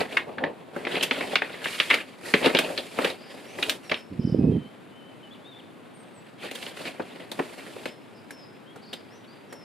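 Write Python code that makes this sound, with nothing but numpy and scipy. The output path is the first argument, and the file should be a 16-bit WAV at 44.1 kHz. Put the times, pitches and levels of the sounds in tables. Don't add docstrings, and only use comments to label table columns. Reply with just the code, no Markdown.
import sys
import numpy as np
from scipy import signal
from scipy.fft import rfft, irfft, next_fast_len
from scipy.io import wavfile
from scipy.ndimage import uniform_filter1d

SR = 44100
rng = np.random.default_rng(int(sys.argv[2]) if len(sys.argv) > 2 else 0)


def generate_wav(signal):
    frames = np.transpose(np.atleast_2d(signal))
    scaled = np.clip(frames, -1, 1) * 32767
    pcm = np.round(scaled).astype(np.int16)
    wavfile.write(sys.argv[1], SR, pcm)


N = 425117


def gain_of(db):
    return 10 ** (np.asarray(db) / 20)


def evened(x):
    return x / np.sqrt(np.mean(x ** 2) + 1e-20)


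def read(points, hz):
    f_hz, value = np.transpose(points)
    return np.interp(np.log(hz + 1), np.log(f_hz + 1), value)


def add(mix, start_s, sound):
    part = mix[..., round(start_s * SR):][..., :sound.shape[-1]]
    part += sound[..., :part.shape[-1]]


def shaped(x, gain):
    size = next_fast_len(N)
    spectrum = rfft(x, size) * gain(np.fft.rfftfreq(size, 1 / SR))
    return irfft(spectrum, size)[..., :N]


def band(x, lo_hz, hi_hz):
    sos = signal.butter(2, [lo_hz, min(hi_hz, SR / 2.2)], "band", fs=SR, output="sos")
    return signal.sosfilt(sos, x)


def flicker(smooth_s, depth_db, channels=1):
    noise = rng.standard_normal((channels, N))
    wander = evened(uniform_filter1d(noise, max(1, round(smooth_s * SR))))
    return gain_of(depth_db * wander)


def paired(two, likeness):
    same = lambda hz: np.clip(read(likeness, hz), 0, 1)
    own = lambda hz: np.sqrt(1 - same(hz) ** 2)
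    return np.array([two[0], shaped(two[0], same) + shaped(two[1], own)])


def echoes(x, t60_s, first_s):
    t = np.arange(round(t60_s * SR)) / SR
    signs = rng.choice([-1., 1.], (2, len(t)))
    sparse = rng.random((2, len(t))) < .05
    taps = signs * sparse * gain_of(-60 * t / t60_s) * (t > first_s)
    return signal.oaconvolve(x, taps / np.linalg.norm(taps[0]), axes=1)[:, :N]


# (frequency [Hz], relative level per Hz [dB])
HUM_SPECTRUM = [(30, -91), (100, -5.5), (250, 1), (550, -6.5), (1500, -15), (3800, -26), (5200, -42),
                (10500, -41), (15500, -49)]
# (frequency [Hz], likeness [0..1])
HUM_LIKENESS = [(950, 0.27), (15000, 1)]
HUM_DB = -48


def hum():
    two = shaped(rng.standard_normal((2, N)), lambda hz: gain_of(read(HUM_SPECTRUM, hz)))
    return gain_of(HUM_DB) * evened(paired(two, HUM_LIKENESS)) * gain_of([[.7], [-.7]])


def note(length_s, start_hz, middle_hz, end_hz, db, spread_hz, trill_hz=0):
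    u = np.linspace(-1, 1, round(length_s * SR))
    bend_hz = (start_hz + end_hz) / 2 - middle_hz
    hz = middle_hz + (end_hz - start_hz) * u / 2 + bend_hz * u ** 2
    hz = hz + spread_hz * evened(uniform_filter1d(rng.standard_normal(len(u)), size=40))
    hz = hz + 30 * evened(uniform_filter1d(rng.standard_normal(len(u)), size=900))
    hz = hz + trill_hz * signal.sawtooth(np.pi * TRILL_PER_S * length_s * u, .8)
    tone = np.sqrt(2) * np.sin(2 * np.pi * np.cumsum(hz) / SR)
    return gain_of(db) * tone * signal.windows.tukey(len(u), .4)


# (start [s], length [s], start pitch [Hz], middle pitch [Hz], end pitch [Hz],
# RMS before flicker and mix [dB])
WHISTLES = [(4.2, .16, 3030, 3010, 3000, -60), (4.37, .15, 2450, 2550, 2620, -59),
            (4.5, .21, 3270, 3040, 3250, -58), (8.65, .09, 3000, 3230, 3280, -58),
            (4.89, .26, 3000, 3030, 3030, -59), (5.22, .08, 3200, 2960, 2940, -54),
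            (5.305, .035, 3200, 3450, 3350, -50), (5.333, .022, 4300, 3400, 2400, -53),
            (5.44, .075, 3350, 3720, 3680, -52), (5.51, .08, 3700, 3520, 3720, -52),
            (5.585, .024, 3750, 3300, 2700, -52), (5.93, .12, 9050, 8580, 8450, -63),
            (6.13, .08, 8950, 8030, 7950, -61)]
HUSKY_NOTES = [(3.454, .11, 5040, 6050, 6150, -60), (3.82, .22, 5850, 5380, 5200, -57),
               (7.86, .09, 5150, 5210, 5300, -60), (8.293, .18, 5480, 5260, 4850, -56),
               (9.09, .1, 4600, 5700, 6100, -61), (9.27, .085, 4350, 4750, 4750, -58),
               (9.479, .2, 5800, 5350, 5150, -60)]
# (start [s], length [s], start pitch [Hz], end pitch [Hz],
# RMS before flicker and mix [dB])
TRILLS = [(3.16, .19, 4750, 4950, -57), (4.18, .19, 5150, 5000, -57), (8.14, .08, 5300, 4800, -63),
          (8.796, .22, 4500, 4900, -57)]
TRILL_PER_S, TRILL_HZ, TRILL_SPREAD_HZ = 32, 250, 190


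def birds():
    clear, husky = np.zeros((2, N))
    for start_s, *row in WHISTLES:
        add(clear, start_s, note(*row, 20.0))
    for start_s, *row in HUSKY_NOTES:
        add(husky, start_s, note(*row, 70.0))
    for start_s, length_s, start_hz, end_hz, db in TRILLS:
        middle_hz = (start_hz + end_hz) / 2
        add(husky, start_s, note(length_s, start_hz, middle_hz, end_hz, db, TRILL_SPREAD_HZ, TRILL_HZ))
    clear, husky = flicker(.015, 2., channels=2) * [clear, husky]
    wall = gain_of(-15) * np.roll(clear, round(.112 * SR))
    yard = gain_of(-6) * echoes((clear + gain_of(3) * husky)[None], .6, .02).mean(0)
    return (clear + gain_of(-1) * husky + wall + yard) * gain_of([[1.5], [-1.5]])


# (time [s], level [dB])
DRAUGHT_ENVELOPE = [(4.099, -42), (4.38, -28), (4.51, -20), (4.679, -50)]
# (start [s], level [dB], frequency [Hz])
BUFFETS = [(4.186, -16.5, 174), (4.244, -13, 187), (4.27, -17, 267), (4.317, -14.5, 175),
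           (4.343, -9.5, 365), (4.387, -8.5, 227), (4.435, -15, 201), (4.476, -16, 350), (4.492, -15, 250),
           (4.515, -15, 242), (4.576, -18.5, 190)]
# (frequency [Hz], relative level per Hz [dB])
EDDY_SPECTRUM = [(35, -36), (60, -5), (264, -3.5), (434, -12.5), (1500, -53)]


def draught():
    envelope_s, envelope_db = np.transpose(DRAUGHT_ENVELOPE)
    lumps = rng.standard_normal(N) * flicker(.01, 4.)[0]
    turbulence = evened(shaped(lumps, lambda hz: gain_of(read(EDDY_SPECTRUM, hz))))
    air = turbulence * gain_of(np.interp(np.arange(N) / SR, envelope_s, envelope_db, -200, -200))
    for start_s, db, hz in BUFFETS:
        turns = np.arange(0, 3, hz / SR)
        add(air, start_s, gain_of(db) * np.sin(2 * np.pi * turns) * np.sin(np.pi * turns / 3) ** 5)
    air = band(air, 96.5, 1500)
    left = shaped(air, lambda hz: 1.14 / np.sqrt(1 + (hz / 300) ** 4))
    return np.array([left, 1.58 * air])


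# (start [s], end [s], crackle [dB], flap [dB], finger slide [dB], crackle colour [Hz])
STROKES = [(-.2, 0.001, -30, -24, -42, 1700), (0.12, 0.174, -45, -50, -53, 2400),
           (0.176, 0.33, -61, -39, -84, 1500), (0.408, 0.47, -58, -30, -79, 1800),
           (0.765, 0.833, -45.5, -41.5, -57.5, 1500), (0.897, 1.05, -38, -35, -49, 2500),
           (1.118, 1.35, -39.5, -36.5, -48, 2100), (1.42, 1.634, -43.5, -43.5, -56, 1900),
           (1.664, 1.91, -39.5, -46, -43.5, 2700), (1.91, 1.982, -35, -37.5, -46.5, 2300),
           (2.262, 2.416, -42.5, -41, -44, 2200), (2.458, 2.458, -23, -18, -38.5, 2300),
           (2.484, 2.792, -42, -34, -46.5, 2200), (2.81, 2.987, -49, -62, -52, 2600),
           (2.995, 3.105, -37.5, -33.5, -46, 2500), (3.31, 3.57, -50, -48.5, -57, 2500),
           (3.597, 3.73, -46.5, -37, -46.5, 2900), (3.84, 3.99, -51, -52, -58, 2200),
           (6.441, 6.465, -39.5, -41, -50, 2600), (6.55, 6.69, -44, -46, -49.5, 3100),
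           (6.78, 6.89, -43, -45, -50, 2700), (6.96, 7.25, -51, -48, -61.5, 2200),
           (7.332, 7.885, -48, -45.5, -54, 2300)]
# (crackle [dB], flap [dB], slide [dB])
REST_DB = (-59.5, -60, -69.5)
GRIP_DB_PER_S, SAG_DB_PER_S, LET_GO_DB_PER_S = 310, 2.5, 268
SETTLE_DB, SETTLE_DB_PER_S = -20, 293
LINGER_DB, LINGER_DB_PER_S = -15.5, 33
BRIGHTEN_OCT_PER_S = 1.4


def handling():
    t = np.arange(0, N / SR + .002, .001)
    power = gain_of(REST_DB)[:, None] ** 2 + 0 * t
    tint = power[0] * np.log2(2200)
    for start_s, end_s, *db, hz in STROKES:
        since_s = np.maximum(t - end_s, 0)
        release_db = np.maximum(-LET_GO_DB_PER_S * since_s, LINGER_DB - LINGER_DB_PER_S * since_s)
        held_db = np.minimum(GRIP_DB_PER_S * (t - start_s), -SAG_DB_PER_S * (t - start_s))
        stroke = gain_of(np.add.outer(db, held_db + release_db)) ** 2
        from_middle_s = np.clip(t, start_s, end_s) - (start_s + end_s) / 2
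        power = power + stroke
        tint = tint + stroke[0] * (np.log2(hz) + BRIGHTEN_OCT_PER_S * from_middle_s)
    for peak_s, db, hz, flap_db, tick_db, _ in SNAPS:
        fading_db = db + SETTLE_DB - SETTLE_DB_PER_S * np.maximum(t - peak_s, 0)
        settling = (t > peak_s) * gain_of(np.add.outer([0, flap_db, tick_db], fading_db)) ** 2
        power = power + settling
        tint = tint + settling[0] * np.log2(hz)
    return [np.interp(np.arange(N) / SR, t, p) for p in (*np.sqrt(power), tint / power[0])]


# (frequency [Hz], relative level per Hz [dB])
SHEET_SPECTRUM = [(55, -24), (250, -0.5), (521, 3.5), (800, -1.5), (2600, -0.5), (4410, -6), (6000, -21),
                  (7500, -18), (10700, -18.5), (15500, -34.5)]
FOCUS_OCT = .65


def rustle():
    *levels, colour_oct = handling()
    clumps = flicker(.015, 2.5)
    patches_hz = np.geomspace(900, 5200, num=7)
    busy = levels[0] / (levels[0] + gain_of(-39))
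    crackle = np.zeros((2, N))
    for lo_hz, hi_hz in zip(patches_hz, patches_hz[1:]):
        strength = gain_of(3.6 * np.minimum(rng.exponential(1, N), 4))
        creases = strength * (rng.random(N) < 120 / SR)
        creases = .5 + busy * evened(signal.lfilter([1], [1, -.993], creases))
        off_oct = np.log2(lo_hz * hi_hz) / 2 - colour_oct
        focus = np.exp(-(off_oct / FOCUS_OCT) ** 2 / 2) + 0.75
        crackle += focus * band(rng.standard_normal((2, N)) * creases * flicker(.04, 2.), lo_hz, hi_hz)
    flap = rng.standard_normal((2, N)) * flicker(.012, 2.)
    slide = rng.standard_normal((2, N)) * clumps ** -.5 * creases ** 0.1
    over = lambda hz, edge_hz: 1 / np.sqrt(1 + (edge_hz / (hz + 1)) ** 10)
    shares = [lambda hz: over(hz, 900) * over(5200, hz),
              lambda hz: over(900, hz),
              lambda hz: over(hz, 5200)]
    total = 0
    for x, share, level in zip((crackle, flap, slide), shares, levels):
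        part = shaped(x * clumps, lambda hz: gain_of(read(SHEET_SPECTRUM, hz)) * share(hz))
        total = total + evened(part) * level
    return total


def snap(db, hz, flap_db, tick_db, rise_ms):
    ms = 1000 * np.arange(3000) / SR
    u = ms / rise_ms
    onset = 1 - np.exp(-u ** 2)
    burst = u ** 2 * np.exp(2 - 2 * u) + 2.1 * onset * np.exp(-ms / 5.5)
    clicks = rng.standard_normal((3, 2, len(ms))) * gain_of(3. * rng.standard_normal(len(ms)))
    broad_hz = hz * 0.43, min(hz * 1.73, 4300)
    struck = clicks[0] * burst
    ring = band(struck, hz / 1.228, hz * 1.113) + 0.71 * band(band(struck, *broad_hz), *broad_hz)
    push = band(clicks[1] * ms * np.exp(-ms / (3.15 + rise_ms / 2)), 227, 680)
    tick = band(clicks[2] * onset * np.exp(-ms / 7.3), 2730, 12100)
    peaked = lambda x: x / np.sqrt(uniform_filter1d((x ** 2).mean(0), 90).max())
    return gain_of(db) * (peaked(ring) + gain_of(flap_db) * peaked(push) + gain_of(tick_db) * peaked(tick))


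# (nominal peak time [s], level before port mix [dB], ring [Hz], flap re level [dB],
# tick re level [dB], rise [ms])
SNAPS = [(0.1712, -12.5, 1990, -16.5, -29, 3.5), (0.384, -26.5, 1800, -10, -51, 2.2),
         (0.439, -19.5, 1860, -4.5, -49, 1.96), (0.764, -30, 1490, 3.5, -22, 2.5),
         (0.851, -26.5, 2480, -4, -40, 0.64), (0.87, -24.5, 2000, -2, -42, 3.6),
         (1.011, -23, 2940, -6.5, -40, 3.2), (1.032, -19.5, 3040, -15, -6, 8.1),
         (1.1108, -15, 2280, -7, -42, 1.04), (1.2103, -26, 2220, -0.5, -40, 4.5),
         (1.3559, -12, 2670, -15, -27, 1.07), (1.4205, -18.5, 1820, -8, -40, 2.46),
         (1.6453, -29.5, 2700, -40, -10.5, 5.7), (1.6579, -20.5, 1850, -8, -40, 0.33),
         (1.8006, -12, 2780, -16, -29, 0.6), (1.9056, -15.5, 2140, -16.5, -23, 7),
         (1.91, -10.5, 2090, -24, -38, 0.81), (1.943, -15, 2430, -12.5, -18.5, 5.5),
         (2.3386, -10, 2220, -3.5, -29, 0.44), (2.4439, -21, 2530, -10, -27, 3.6),
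         (2.4607, -16.5, 2600, 1, -20, 1.94), (2.5492, -15.5, 2570, -0.5, -28, 1.3),
         (2.57, -18, 2970, -37, -25, 4.4), (2.588, -14, 2660, -6, -11, 0.58),
         (2.7768, -21, 3560, -72, -34, 0.41), (2.9877, -23.5, 1530, 5.5, -20, 0.56),
         (3.0467, -17.5, 2800, -4.5, -19, 0.54), (3.1004, -31, 3840, -6, -24, 0.62),
         (3.5871, -31.5, 2040, -3.5, -26, 2.7), (3.6278, -17, 3030, -40, -19, 2.4),
         (3.6955, -16, 2950, -40, -8.5, 0.47), (3.8972, -28.5, 2870, -8, -22, 2.3),
         (3.9178, -18.5, 2300, -5, -36, 5), (3.9426, -23, 2800, -38, -40, 1.8),
         (6.5128, -30.5, 2800, -3, -10, 0.86), (6.556, -35.5, 3200, -40, -5.5, 6.9),
         (6.6274, -30, 2900, -17, -20, 1.5), (6.6655, -32.5, 2950, -4, -40, 1.16),
         (6.8093, -46, 2490, 12, -40, 9.1), (6.856, -31, 2620, -4, -42, 4.4),
         (7.0014, -34.5, 1540, 12, -36, 6.4), (7.1596, -39.5, 2060, -5, -30, 2.6),
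         (7.316, -31, 3670, -1, -7.5, 0.35), (7.3939, -26, 1700, 5.5, -25, 4.5),
         (7.665, -38.5, 1700, 1, -30, 1.2), (7.764, -45.5, 1310, 10, -40, 1.35),
         (7.8562, -28, 2470, 1.5, -15.5, 0.76), (8.307, -37, 1640, -8, -6.5, 0.59),
         (8.7603, -45, 1380, 3, -9, 4.2), (8.9339, -32, 3300, -3, -11.5, 6.2),
         (9.5273, -42, 1440, 7, -4.5, 3.3)]
# (frequency [Hz], likeness [0..1])
PAPER_LIKENESS = [(60, 0.11), (150, 1), (380, 0.77), (950, 0.3), (2380, 1), (5980, 0.57), (15000, 0.04)]
# (frequency [Hz], left over right [dB])
PORT_LEAN = [(120, 2), (3770, -0.5), (15000, -5.5)]


def paper():
    two = rustle()
    for peak_s, *row in SNAPS:
        rise_ms = row[-1]
        add(two, peak_s - rise_ms / 1000, snap(*row))
    left, right = paired(two + gain_of(-9.5) * echoes(two, 0.17, 0.0054), PAPER_LIKENESS)
    left = shaped(left, lambda hz: gain_of(read(PORT_LEAN, hz) / 2))
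    right = shaped(right, lambda hz: gain_of(-read(PORT_LEAN, hz) / 2))
    return np.array([left, right])


def scene():
    return hum() + birds() + draught() + paper()


EDGE_HZ = 15600


def record(dry):
    lowpass = signal.firwin(511, EDGE_HZ, window=("kaiser", 9), fs=SR)
    return signal.oaconvolve(dry, lowpass[None], "same")


dry = scene()
out = record(dry)
generate_wav(out)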